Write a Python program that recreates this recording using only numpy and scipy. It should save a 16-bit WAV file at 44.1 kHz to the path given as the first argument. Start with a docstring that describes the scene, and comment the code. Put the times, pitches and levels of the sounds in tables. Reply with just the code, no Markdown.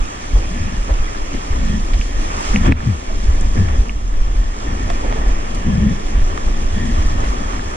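"""A kayak runs a rocky rapid, heard from the two ports of a small camera riding with the paddler.
Whitewater roars and fizzes from the start; waves buffet the ports and thump the plastic hull, which
booms as it rubs over rock. Drops tick on the housing. Near 2.7 s the biggest wave lands and briefly
covers the ports; air pockets gulp under the hull. Around 5 s the paddle knocks and bubbles plop.
Near 5.8 s the hull rubs hard again, and a last run of waves thumps through at about 7 s."""
import sys
import numpy as np
from scipy import signal
from scipy.fft import rfft, irfft, next_fast_len
from scipy.io import wavfile
from scipy.ndimage import uniform_filter1d, minimum_filter1d, map_coordinates

SR = 44100
rng = np.random.default_rng(int(sys.argv[2]) if len(sys.argv) > 2 else 0)


def store_pcm(level_fs):
    """Save levels as 16-bit WAV."""
    pcm = np.round(np.clip(level_fs, -1, 1) * 32767).astype(np.int16)
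    wavfile.write(sys.argv[1], SR, np.atleast_2d(pcm).T)


N = 342216

# water at the two ports: (frequency [Hz], left minus right [dB], coherence [0-1], left lead [rad])
PORT_RESPONSE = [(250, 3.7, 0.96, 0.5), (400, 2.6, 0.71, -0.5), (550, 1.0, 0.54, -2.1),
                 (750, -0.5, 0.71, -3.2), (1150, -1.9, 0.8, -3.1), (1580, -1.1, 0.7, -2.7),
                 (1820, 1.5, 0.49, 0.2), (2030, -0.5, 0.37, 1.8), (2250, -2.9, 0.39, 0.5),
                 (2600, -5.1, 0.18, 2.3), (3050, -0.2, 0.41, 3.3), (3300, -0.8, 0.2, 0.9),
                 (3850, -2.3, 0.6, 0.3), (4700, -2.8, 0.77, 3.3), (5700, -3.9, 0.67, 2.6),
                 (6700, -0.3, 0.7, 3.2), (8500, -0.5, 0.35, 1.1), (10300, -1.2, 0.55, 0.2)]
# shallow wash, nearest breaking wave, steady buffeting: (time [s], level [dB])
WASH_LEVEL = [(0, -41.5), (1.3, -41), (1.8, -43.5), (2.05, -41.5), (2.5, -37), (2.75, -42.5), (4.5, -57),
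              (4.95, -42), (5.4, -41), (7.76, -56)]
POUR_LEVEL = [(0, -33), (.5, -43), (.9, -34.5), (1.3, -36.5), (1.85, -38.5), (2.15, -48), (2.35, -28.5),
              (2.7, -32), (3.0, -40), (3.3, -53), (3.8, -44), (4.4, -44.5), (4.85, -35), (5.45, -38),
              (5.8, -54), (6.9, -45), (7.5, -31), (7.76, -36)]
BUFFET_LEVEL = [(0, -9.5), (.13, -42), (.28, -28), (.55, -22), (.8, -22), (1.15, -21), (1.42, -25.5),
                (1.85, -20), (2.08, -19), (2.35, -22), (2.7, -25), (2.82, -25), (3.03, -30), (3.2, -23),
                (3.8, -22), (3.98, -21), (4.3, -20), (4.6, -22.5), (4.87, -21), (5.1, -18), (5.5, -19.5),
                (5.88, -24.5), (6.02, -20.5), (6.25, -16), (6.38, -22.5), (6.55, -19), (6.9, -19.5),
                (7.3, -24.5), (7.6, -19.5), (7.76, -29)]
# whitewater: (time [s], roar [dB], spray [dB])
RIVER_LEVELS = [(0, -32, -37.5), (1.25, -31, -37.5), (2.1, -31, -37), (2.27, -27.5, -34),
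                (2.55, -27.5, -30.5), (2.595, -37, -37), (2.67, -19.5, -32.5), (2.72, -27, -44),
                (2.8, -31, -39), (3.05, -32, -40), (3.25, -31, -38), (3.75, -29, -38), (3.98, -37, -43),
                (4.4, -31, -40.5), (4.85, -30, -38), (5.2, -29, -38.5), (6.0, -29, -39),
                (7.05, -28.5, -36.5), (7.25, -27, -36), (7.76, -29, -37.5)]
# noise spectra: (frequency [Hz], relative density [dB])
WASH_SPECTRUM = [(1200, -29), (1700, -4), (2200, -1), (2400, -1.5), (2750, -5), (3300, -11), (5000, -47)]
POUR_SPECTRUM = [(450, -32), (720, -11), (880, -4.5), (1050, -7.5), (1270, -1), (1420, -6), (1900, -19),
                 (2300, -18.5), (3200, -25), (5000, -69)]
ROAR_SPECTRUM = [(120, -6), (290, 4.5), (500, -2.5), (720, -1), (920, -4), (1150, -1), (1480, -9),
                 (1850, -10), (2700, -12), (3200, -12), (3800, -27.5), (5000, -57), (8000, -82)]
SPRAY_SPECTRUM = [(800, -15), (2200, -6.5), (3300, -1), (4000, -8.5), (4700, -3), (6400, 0), (8000, -9.5),
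                  (9800, -17), (11000, -27.5), (12500, -31), (14000, -47)]
RUMBLE_SPECTRUM = [(8, -10), (20, 5), (30, -2), (45, -2.5), (60, -22.5), (85, -17.5), (130, -42),
                   (400, -96)]
SHOVE_SPECTRUM = [(35, -4.5), (55, 1), (75, 5), (95, -3), (130, -15.5), (250, -62), (600, -92)]
BOOM_SPECTRUM = [(50, -28), (90, -3.5), (130, -2), (160, -2), (195, 1.5), (218, 2.5), (255, -6), (320, -18),
                 (430, -26), (650, -32), (900, -46), (1500, -60), (6000, -110)]
CRACK_SPECTRUM = [(600, -12), (1300, -3), (1900, -1), (2600, 0), (3400, -1), (4200, -10), (6000, -12),
                  (8000, -17), (11000, -34), (14000, -38)]
# housing buzz before pitch bend: (frequency [Hz], width [Hz], relative level [dB])
HOUSING_MODES = [(1795, 260, 0), (2230, 220, -13)]
# waves heaving the boat: (start [s], length [s], buffeting [dB], shove [dB])
HEAVES = [(0.33, 0.07, -18, -22), (0.883, 0.14, -18.5, -41), (1.507, 0.15, -14, -39),
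          (1.94, 0.065, -15.5, -27), (2.155, 0.051, -15.5, -52), (2.5, 0.044, -13, -40),
          (2.608, 0.067, -13.5, -20), (3.087, 0.12, -17, -43), (3.252, 0.29, -14.5, -26),
          (3.559, 0.25, -17.5, -22.5), (4.153, 0.25, -14.5, -33.5), (4.67, 0.2, -33, -26.5),
          (4.931, 0.055, -18.5, -39), (5.053, 0.25, -22.5, -31), (6.141, 0.091, -16, -24.5),
          (6.452, 0.28, -19, -35), (6.931, 0.3036, -15.5, -25)]
# rock and water rubbing the hull:
# (start [s], length [s], boom [dB], buzz [dB], buzz pitch [Hz], upper ring [dB], boom pitch [Hz])
HULL_RUBS = [(0.331, 0.024, -33, -56, 1806, -46, 259), (0.512, 0.26, -29.5, -42.5, 1775, -54, 215.1),
             (1.343, 0.012, -25.5, -42, 1822, -52, 260.6), (1.589, .07, -27.5, -46, 1797, -51, 224.8),
             (1.659, 0.099, -27, -39.5, 1772, -51, 214.2), (1.707, 0.06, -20, -54, 1832, -45, 216.1),
             (1.965, 0.022, -31, -54, 1813, -58, 250.1), (2.552, 0.073, -22, -37, 1792, -53, 215),
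             (2.657, 0.024, -25, -41, 1857, -38, 214.7), (2.679, 0.033, -10.5, -39, 1800, -52, 254.3),
             (2.844, 0.044, -22.5, -62, 1794, -60, 227.5), (3.57, 0.05, -20.5, -37, 1748, -50, 204.9),
             (3.655, 0.1316, -33, -46, 1797, -57, 224.8), (4.68, 0.27, -32, -44, 1817, -56, 245.4),
             (5.06, 0.22, -35, -43, 1812, -52, 254.2), (5.668, 0.14, -17, -42.5, 1767, -51, 211.6),
             (5.831, 0.073, -14.5, -38, 1809, -47, 209.9), (6.759, 0.15, -24, -36.5, 1855, -47, 238),
             (6.941, 0.37, -35, -43, 1815, -58, 241.2)]
# bubbles behind the blade: (start [s], length [s], level [dB])
BLADE_GURGLES = [(0.353, 0.12, -39), (0.91, 0.045, -35), (2.544, 0.024, -40), (2.658, 0.066, -40),
                 (3.698, 0.085, -39), (5.017, 0.27, -35), (5.698, .18, -41)]
# single large bubbles: (time [s], level [dB], pitch [Hz], t60 [s])
BUBBLE_PLOPS = [(.893, -24.5, 560, .09), (3.097, -21, 630, .09), (4.917, -21, 660, .07),
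                (5.04, -22, 720, .08), (5.075, -22, 830, .08), (5.122, -23, 610, .06),
                (5.152, -20, 440, .07), (5.168, -19.5, 640, .07), (5.26, -22, 770, .07)]
# water on blade and deck: (time [s], level [dB], pitch [Hz], t60 [s])
WATER_SLAPS = [(.345, -28, 615, .25), (.425, -30, 700, 0.14), (.675, -30, 1000, .15),
               (.888, -23, 556, 0.14), (0.921, -27, 440, 0.092), (1.343, -23.5, 380, 0.065),
               (1.932, -24.5, 2500, 0.085), (2.654, -29, 2300, 0.079), (2.675, -28, 1900, 0.047),
               (2.682, -18, 344, 0.092), (2.696, -36.5, 3520, 0.21), (2.714, -25, 380, 0.071),
               (3.552, -23, 330, 0.18), (3.684, -25, 1695, 0.056), (4.904, -25, 293, 0.054),
               (5.036, -23, 400, .2), (5.15, -30, 561, 0.6), (5.545, -30.5, 5990, 0.072),
               (7.235, -28.5, 1900, .15), (7.53, -27, 1057, 0.12)]
# drops on the housing: (time [s], peak [dB], pitch [Hz], bandwidth [oct])
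HOUSING_DROPS = [(2.0125, -16, 2600, .52), (2.5602, -5, 2330, .64), (2.7222, -8.5, 2100, .75),
                 (3.4104, -21.5, 7300, .95), (3.4120, -21.5, 7100, .6), (3.8940, -16, 2520, .48)]
# paddle and water on the boat:
# (time [s], note [dB], pitch [Hz], t60 [s], crack [dB], crack t60 [s], housing clack [dB])
BOAT_KNOCKS = [(1.3485, -11, 320, .016, -32, .008, -36), (1.942, -19, 690, .045, -33, .017, -34),
               (2.5595, -9, 620, .011, -34, .004, -30), (2.7221, -3, 900, .007, -14, .004, -12),
               (4.9012, -13.5, 700, .065, -18.5, .017, -13), (5.1256, -6, 880, .007, -20, .006, -13),
               (6.3762, -3.5, 1190, .01, -20, .006, -9), (6.7809, -20, 755, .018, -30, .012, -30)]
# air pockets under hull and blade:
# (time [s], level [dB], start pitch [Hz], fall [oct/s], rise [s], relative octave overtone [dB])
AIR_GULPS = [(1.712, -17.5, 217, 3.5, 0.025, -30), (2.536, -9.5, 222, 4.5, 0.019, -36),
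             (2.676, -10, 294, 5.5, 0.0097, -40), (2.689, -4, 148.4, 11, 0.0076, -6),
             (2.728, -18, 76, 3, 0.018, -22), (2.849, -10.5, 156.3, 11, 0.042, -10),
             (3.564, -10, 109, 3.5, 0.057, -15.5), (5.815, -11.5, 203.5, -1.5, 0.042, -25)]
# waves striking the boat: (centre [s], level [dB], pitch [Hz], Gaussian half width [s])
WAVE_THUMPS = [(0.357, -5, 44, 0.017), (0.617, -14, 84.6, 0.011), (0.788, -10, 33.8, 0.015),
               (0.916, -7, 55.5, 0.012), (1.011, -10.5, 36, 0.0077), (1.589, -6.5, 50, 0.013),
               (1.707, -19, 65.5, .008), (1.956, -3.5, 38.3, 0.016), (2.681, -11, 84, 0.012),
               (3.299, -3, 60.6, 0.012), (3.357, -14, 35, .013), (3.802, -6, 47, 0.013),
               (4.205, -10, 30, 0.015), (4.399, -13.5, 44.14, .018), (4.931, -20, 27.9, .02),
               (5.207, -10.5, 52.5, 0.013), (5.283, -8.5, 41.3, 0.028), (6.182, -7, 42.06, 0.014),
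               (6.475, -17, 52.8, 0.011), (6.656, -12, 44.7, 0.013), (6.744, -11.5, 58.1, 0.0091),
               (6.992, -11.5, 72, .014), (7.059, -9, 41.9, 0.019), (7.167, -16, 64.1, 0.0086),
               (7.299, -11.5, 46, 0.014)]

ATTACK_S, RELEASE_S = 0.013, 0.028
COVER_AT_S, COVER_S, DRAIN_S = 2.728, 0.003, 0.034
SLOP_ROAR_DB, SLOP_SPRAY_DB = 1, 0.3
SHOVE_IDLE_DB, BOOM_IDLE_DB, BUZZ_IDLE_DB = -3.5, -8.5, -19.5  # relative to the current
BOOM_PEAK_HZ, CLACK_HZ, CLACK_T60_S = 218, 1830, 0.007
BAND_LIMIT_HZ = 14200


def amp(db):
    """Decibels to gain."""
    return 10 ** (np.asarray(db) / 20)


def unit(x):
    """x at rms 1."""
    return x / np.sqrt(np.mean(x ** 2) + 1e-20)


def along(points, hz):
    """(frequency, value) points read on a log axis."""
    knots_hz, values = np.transpose(points)
    return np.interp(np.log(hz + 1), np.log(knots_hz + 1), values)


def curves(rows):
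    """Per-sample curve of each column after the time."""
    times_s, *columns = np.transpose(rows)
    return [np.interp(np.arange(N) / SR, times_s, column) for column in columns]


def wobble(rate_hz):
    """Smooth random curve, rate_hz knots a second."""
    knots = rng.standard_normal(int(N * rate_hz / SR) + 4)
    return map_coordinates(knots, [np.arange(N) * rate_hz / SR])


def filtered(x, response):
    """x through a complex frequency response."""
    size = next_fast_len(x.shape[-1] + SR // 2)
    return irfft(rfft(x, size) * response(np.fft.rfftfreq(size, 1 / SR)), size)[..., :x.shape[-1]]


def coloured(x, spectrum):
    """x shaped by a spectrum, at rms 1."""
    return unit(filtered(x, lambda hz: amp(along(spectrum, hz))))


def noise(spectrum, shape=N):
    """Coloured noise at rms 1."""
    return coloured(rng.standard_normal(shape), spectrum)


def resonance(hz, centre_hz, width_hz):
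    """Response of one damped mode."""
    return 1j * hz * width_hz / (centre_hz ** 2 - hz ** 2 + 1j * hz * width_hz)


def evened(x, span_s):
    """x with swells slower than span_s levelled out."""
    power = uniform_filter1d(np.abs(signal.hilbert(x)) ** 2, int(span_s * SR))
    return unit(x / np.sqrt(np.abs(power) + 1e-3))


def bent(x, ratio):
    """x with its pitch scaled by a moving ratio."""
    return map_coordinates(x, [np.cumsum(ratio)], mode="wrap")


def add(track, at_s, sound):
    """Mix a sound into the track."""
    part = track[round(at_s * SR):][:len(sound)]
    part += sound[:len(part)]


def struck(t, db, t60_s, rise_s):
    """Envelope: exponential rise and decay."""
    return amp(db - 60 * t / t60_s) * (1 - np.exp(-t / rise_s))


def swell(start_s, hold_s, release_s=RELEASE_S):
    """Envelope: reaches 1 at start_s, holds, decays."""
    t = np.arange(N) / SR - start_s
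    return np.exp(np.minimum(t, 0) / ATTACK_S - np.maximum(t - hold_s, 0) / release_s)


def driven(events, db_column, idle_db=-np.inf):
    """Gain: power sum of an idle level and one swell per event."""
    power = sum((amp(row[db_column]) * swell(row[0], row[1])) ** 2 for row in events)
    return np.sqrt(amp(idle_db) ** 2 + power)


def panned(x, left_db):
    """Stereo x, left over right by left_db."""
    return x * amp(np.array([[1], [-1]]) * left_db / 2)


def port_curve(hz, column):
    """One PORT_RESPONSE column at each frequency."""
    return along(np.array(PORT_RESPONSE)[:, [0, column]], hz)


def out_of_step(x, share=1):
    """Phase difference between the ports: full through air, a share of it through the boat."""
    sides = np.array([[1], [-1]])
    return filtered(x, lambda hz: np.exp(1j * sides * share * port_curve(hz, column=3) / 2))


def at_ports(source):
    """Three draws of a source: one shared by the ports, one for each alone."""
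    coherence = lambda hz: port_curve(hz, column=2)
    shared = filtered(out_of_step(source()), lambda hz: np.sqrt(coherence(hz)))
    own = filtered(np.array([source(), source()]), lambda hz: np.sqrt(1 - coherence(hz)))
    return filtered(shared + own, lambda hz: panned(1, port_curve(hz, column=1)))


def smothered(scale_db):
    """Gain as the biggest wave covers the ports, then drains."""
    t = np.maximum(np.arange(N) / SR - COVER_AT_S, 0)
    return amp(-scale_db * (1 - np.exp(-t / COVER_S)) * np.exp(-t / DRAIN_S))


def churn(patchy_db):
    """Noise with random patches of strength in time and pitch."""
    bins = signal.stft(rng.standard_normal(N), nperseg=512)[2]
    patches = uniform_filter1d(rng.standard_normal(bins.shape), size=5, axis=0)
    patches = unit(uniform_filter1d(patches, size=9, axis=1))
    return unit(signal.istft(bins * amp(patchy_db * patches), nperseg=512)[1][:N])


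def bubbles(low_hz, high_hz, cycles, spread_db, count, samples):
    """Bubble cloud: short rings, each rising in pitch."""
    start, pitch, strength = rng.random((count, 3)).T[:, :, None]
    hz = low_hz * (high_hz / low_hz) ** pitch
    age = np.arange(samples) / SR * hz / cycles
    ring = np.sin(2 * np.pi * cycles * age * (1 + age / 10)) * np.exp(-np.pi * age)
    gain = hz * amp(-spread_db * np.log(np.maximum(strength, 0.005)))
    index = (start * N).astype(int) + np.arange(samples)
    return unit(np.bincount(index.ravel(), (gain * ring).ravel(), N)[:N])


def current_db(uneven_db):
    """Force of the current on the boat: follows the roar, unevenly."""
    return curves(RIVER_LEVELS)[0] + uneven_db * wobble(12)


def rub_pitch_hz(column):
    """Pitch gliding from the middle of each rub to the next."""
    rubs = np.array(HULL_RUBS)
    return curves(np.c_[rubs[:, 0] + rubs[:, 1] / 2, rubs[:, column]])[0]


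def wash():
    """Shallow water skims rock: a narrow, patchy hiss."""
    hiss = coloured(np.array([churn(patchy_db=4), churn(patchy_db=3)]), WASH_SPECTRUM)
    return panned(hiss, left_db=-3) * amp(curves(WASH_LEVEL)[0] + 0.91 * wobble(12))


def pour():
    """The nearest wave folds over with a hollow, bubbling note."""
    water = churn(patchy_db=1)
    water += 0.36 * bubbles(596, 1680, cycles=9.8, spread_db=4.5, count=2500, samples=700)
    shared = out_of_step(coloured(water, POUR_SPECTRUM))
    stray = amp(-8.5) * noise(POUR_SPECTRUM, (2, N))
    return panned(shared + stray, left_db=-2.5) * amp(curves(POUR_LEVEL)[0] + 1.1 * wobble(14))


def river():
    """Large bubbles roar, small ones fizz; both lift as each wave slops over the bow."""
    def coarse():
        return unit(churn(patchy_db=1.4)
                    + 0.31 * bubbles(445, 2200, cycles=7.9, spread_db=1.5, count=4000, samples=400))

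    def fine():
        return unit(churn(patchy_db=2)
                    + 0.42 * bubbles(3100, 10600, cycles=3, spread_db=3.5, count=10000, samples=60))

    roar_db, spray_db = curves(RIVER_LEVELS)
    slop = sum(swell(wave[0], hold_s=0.06, release_s=0.042) for wave in HEAVES)
    lapping_db = 0.3 * wobble(21)
    roar = coloured(at_ports(coarse), ROAR_SPECTRUM)
    spray = coloured(at_ports(fine), SPRAY_SPECTRUM)
    roar *= amp(roar_db + SLOP_ROAR_DB * slop + 0.67 * wobble(16) + lapping_db)
    spray *= amp(spray_db + SLOP_SPRAY_DB * slop + 0.7 * wobble(24) + lapping_db)
    return roar * smothered(scale_db=13) + spray * smothered(scale_db=19)


def gurgles():
    """Large bubbles glug in the swirl of a deep stroke."""
    glugs = bubbles(329, 894, cycles=8.5, spread_db=1.5, count=1800, samples=1500)
    return out_of_step(driven(BLADE_GURGLES, db_column=2) * glugs, share=0.66)


def plops():
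    """Single large bubbles start softly and ring out, rising a little."""
    track, t = np.zeros(N), np.arange(SR // 5) / SR
    for at_s, db, hz, t60_s in BUBBLE_PLOPS:
        ring = np.sin(2 * np.pi * hz * t * (1 + 0.52 * t))
        add(track, at_s, struck(t, db, t60_s, rise_s=0.0041) * ring)
    return panned(out_of_step(track, share=0.81), left_db=-4)


def slaps():
    """Sheets of water land as noise bursts around one pitch; longer ones start softer."""
    track, t = np.zeros((2, N)), np.arange(SR // 3) / SR
    for at_s, db, centre_hz, t60_s in WATER_SLAPS:
        envelope = struck(t, db, t60_s, rise_s=0.032 * t60_s)
        band = lambda hz: resonance(hz, centre_hz, width_hz=centre_hz) ** 2
        for channel in track:
            add(channel, at_s, envelope * unit(filtered(rng.standard_normal(len(t)), band)))
    return panned(filtered(track, lambda hz: 1 / (1 + (hz / 11000) ** 10)), left_db=-3.5)


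def drops():
    """Each drop clacks on the housing, then again faintly as it collapses."""
    track = np.zeros(N)
    for at_s, db, hz, octaves in HOUSING_DROPS:
        edges_hz = [hz * 2 ** (-octaves / 2), hz * 2 ** (octaves / 2)]
        band = signal.butter(5, edges_hz, "band", fs=SR, output="sos")
        clack = signal.sosfilt(band, signal.unit_impulse(SR // 20))
        clack *= amp(db) / np.abs(clack).max()
        add(track, at_s, clack)
        add(track, at_s + rng.uniform(0.00034, 0.00206), 0.055 * clack)
    return track


def housing():
    """Current and rubs shake the housing: a buzz and an upper ring, shifting from rub to rub."""
    pitch_ratio = rub_pitch_hz(column=4) * (1 + 0.01193 * wobble(30)) / HOUSING_MODES[0][0]
    ringing = lambda modes: unit(bent(filtered(rng.standard_normal(N), modes), pitch_ratio))
    lower = lambda hz: sum(amp(db) * resonance(hz, mode_hz, width_hz) ** 2
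                           for mode_hz, width_hz, db in HOUSING_MODES)
    upper = lambda hz: resonance(hz, centre_hz=3250, width_hz=320) ** 2
    idle_db = current_db(uneven_db=-3) + BUZZ_IDLE_DB
    buzz = driven(HULL_RUBS, db_column=3, idle_db=idle_db) * ringing(lower)
    ring = driven(HULL_RUBS, db_column=5, idle_db=idle_db - 11) * ringing(upper)
    return out_of_step(buzz + ring)


def knocks():
    """Paddle and water hit the boat: hard crack, short hollow note, dry housing clack."""
    notes, cracks, t = np.zeros(N), np.zeros(N), np.arange(SR // 8) / SR
    mode = lambda hz, db, t60_s: struck(t, db, t60_s, rise_s=0.0005) * np.sin(2 * np.pi * hz * t)
    for at_s, db, hz, t60_s, crack_db, crack_t60_s, clack_db in BOAT_KNOCKS:
        add(notes, at_s, mode(hz, db, t60_s) + mode(CLACK_HZ, clack_db, CLACK_T60_S))
        crack = struck(t, crack_db, crack_t60_s, rise_s=0.0002) * noise(CRACK_SPECTRUM, len(t))
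        add(cracks, at_s, crack)
    return panned(out_of_step(notes, share=0.78) + cracks, left_db=-1.5)


def gulps():
    """Trapped air throbs and glides, mostly downward, as the pocket opens."""
    track, t = np.zeros(N), np.arange(SR // 2) / SR
    for at_s, db, hz, fall_oct_per_s, rise_s, overtone_db in AIR_GULPS:
        phase = 2 * np.pi * np.cumsum(hz * 2 ** (-fall_oct_per_s * t)) / SR
        throb = (t / rise_s * np.exp(1 - t / rise_s)) ** 2
        overtone = amp(overtone_db) * throb * np.cos(2 * phase)
        add(track, at_s, amp(db) * throb * (np.sin(phase) + overtone))
    return panned(track, left_db=3)


def hull():
    """The hollow hull booms under rock and water; its note shifts with the place of contact."""
    gain = driven(HULL_RUBS, db_column=2, idle_db=current_db(uneven_db=3.5) + BOOM_IDLE_DB)
    pitch_ratio = rub_pitch_hz(column=6) / BOOM_PEAK_HZ
    boom = evened(bent(noise(BOOM_SPECTRUM), pitch_ratio), span_s=0.066)
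    stray = amp(-25) * noise(BOOM_SPECTRUM, (2, N))
    return gain * (panned(out_of_step(boom), left_db=3) + stray)


def buffeting():
    """Air and the heaving boat push both ports nearly alike; water shoves the hull at waves and rubs."""
    chop_db = curves(BUFFET_LEVEL)[0] + 1.8 * wobble(14) + 2.5 * wobble(35)
    heave = driven(HEAVES, db_column=2, idle_db=chop_db)
    by_waves = driven(HEAVES, db_column=3, idle_db=current_db(uneven_db=2) + SHOVE_IDLE_DB)
    by_rubs = 0.98 * driven(HULL_RUBS, db_column=2)
    rumble = heave * evened(noise(RUMBLE_SPECTRUM), span_s=0.037)
    shove = np.hypot(by_waves, by_rubs) * evened(noise(SHOVE_SPECTRUM), span_s=0.075)
    stray = heave * amp(-15) * noise(RUMBLE_SPECTRUM, (2, N))
    return rumble + shove + stray


def thumps():
    """Single waves strike the boat as a few deep cycles."""
    track = np.zeros(N)
    for centre_s, db, hz, half_width_s in WAVE_THUMPS:
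        t = np.arange(N) / SR - centre_s
        track += amp(db) * np.exp(-(t / half_width_s) ** 2 / 2) * np.sin(2 * np.pi * hz * t)
    return track


def scene():
    """River and boat, with single blows and bubbles on top."""
    near = (hull() + housing() + pour() + wash()) * smothered(scale_db=20)
    bed = river() + near + buffeting()
    return bed + thumps() + gulps() + gurgles() + plops() + drops() + knocks() + slaps()


def record(dry):
    """Camera peak limiter, then band limit."""
    needed_gain = np.minimum(1, 0.9 / (np.abs(dry).max(axis=0) + 1e-9))
    gain = uniform_filter1d(minimum_filter1d(needed_gain, size=500), size=400)
    return filtered(dry * gain, lambda hz: hz < BAND_LIMIT_HZ)


dry = scene()
out = record(dry)
store_pcm(out)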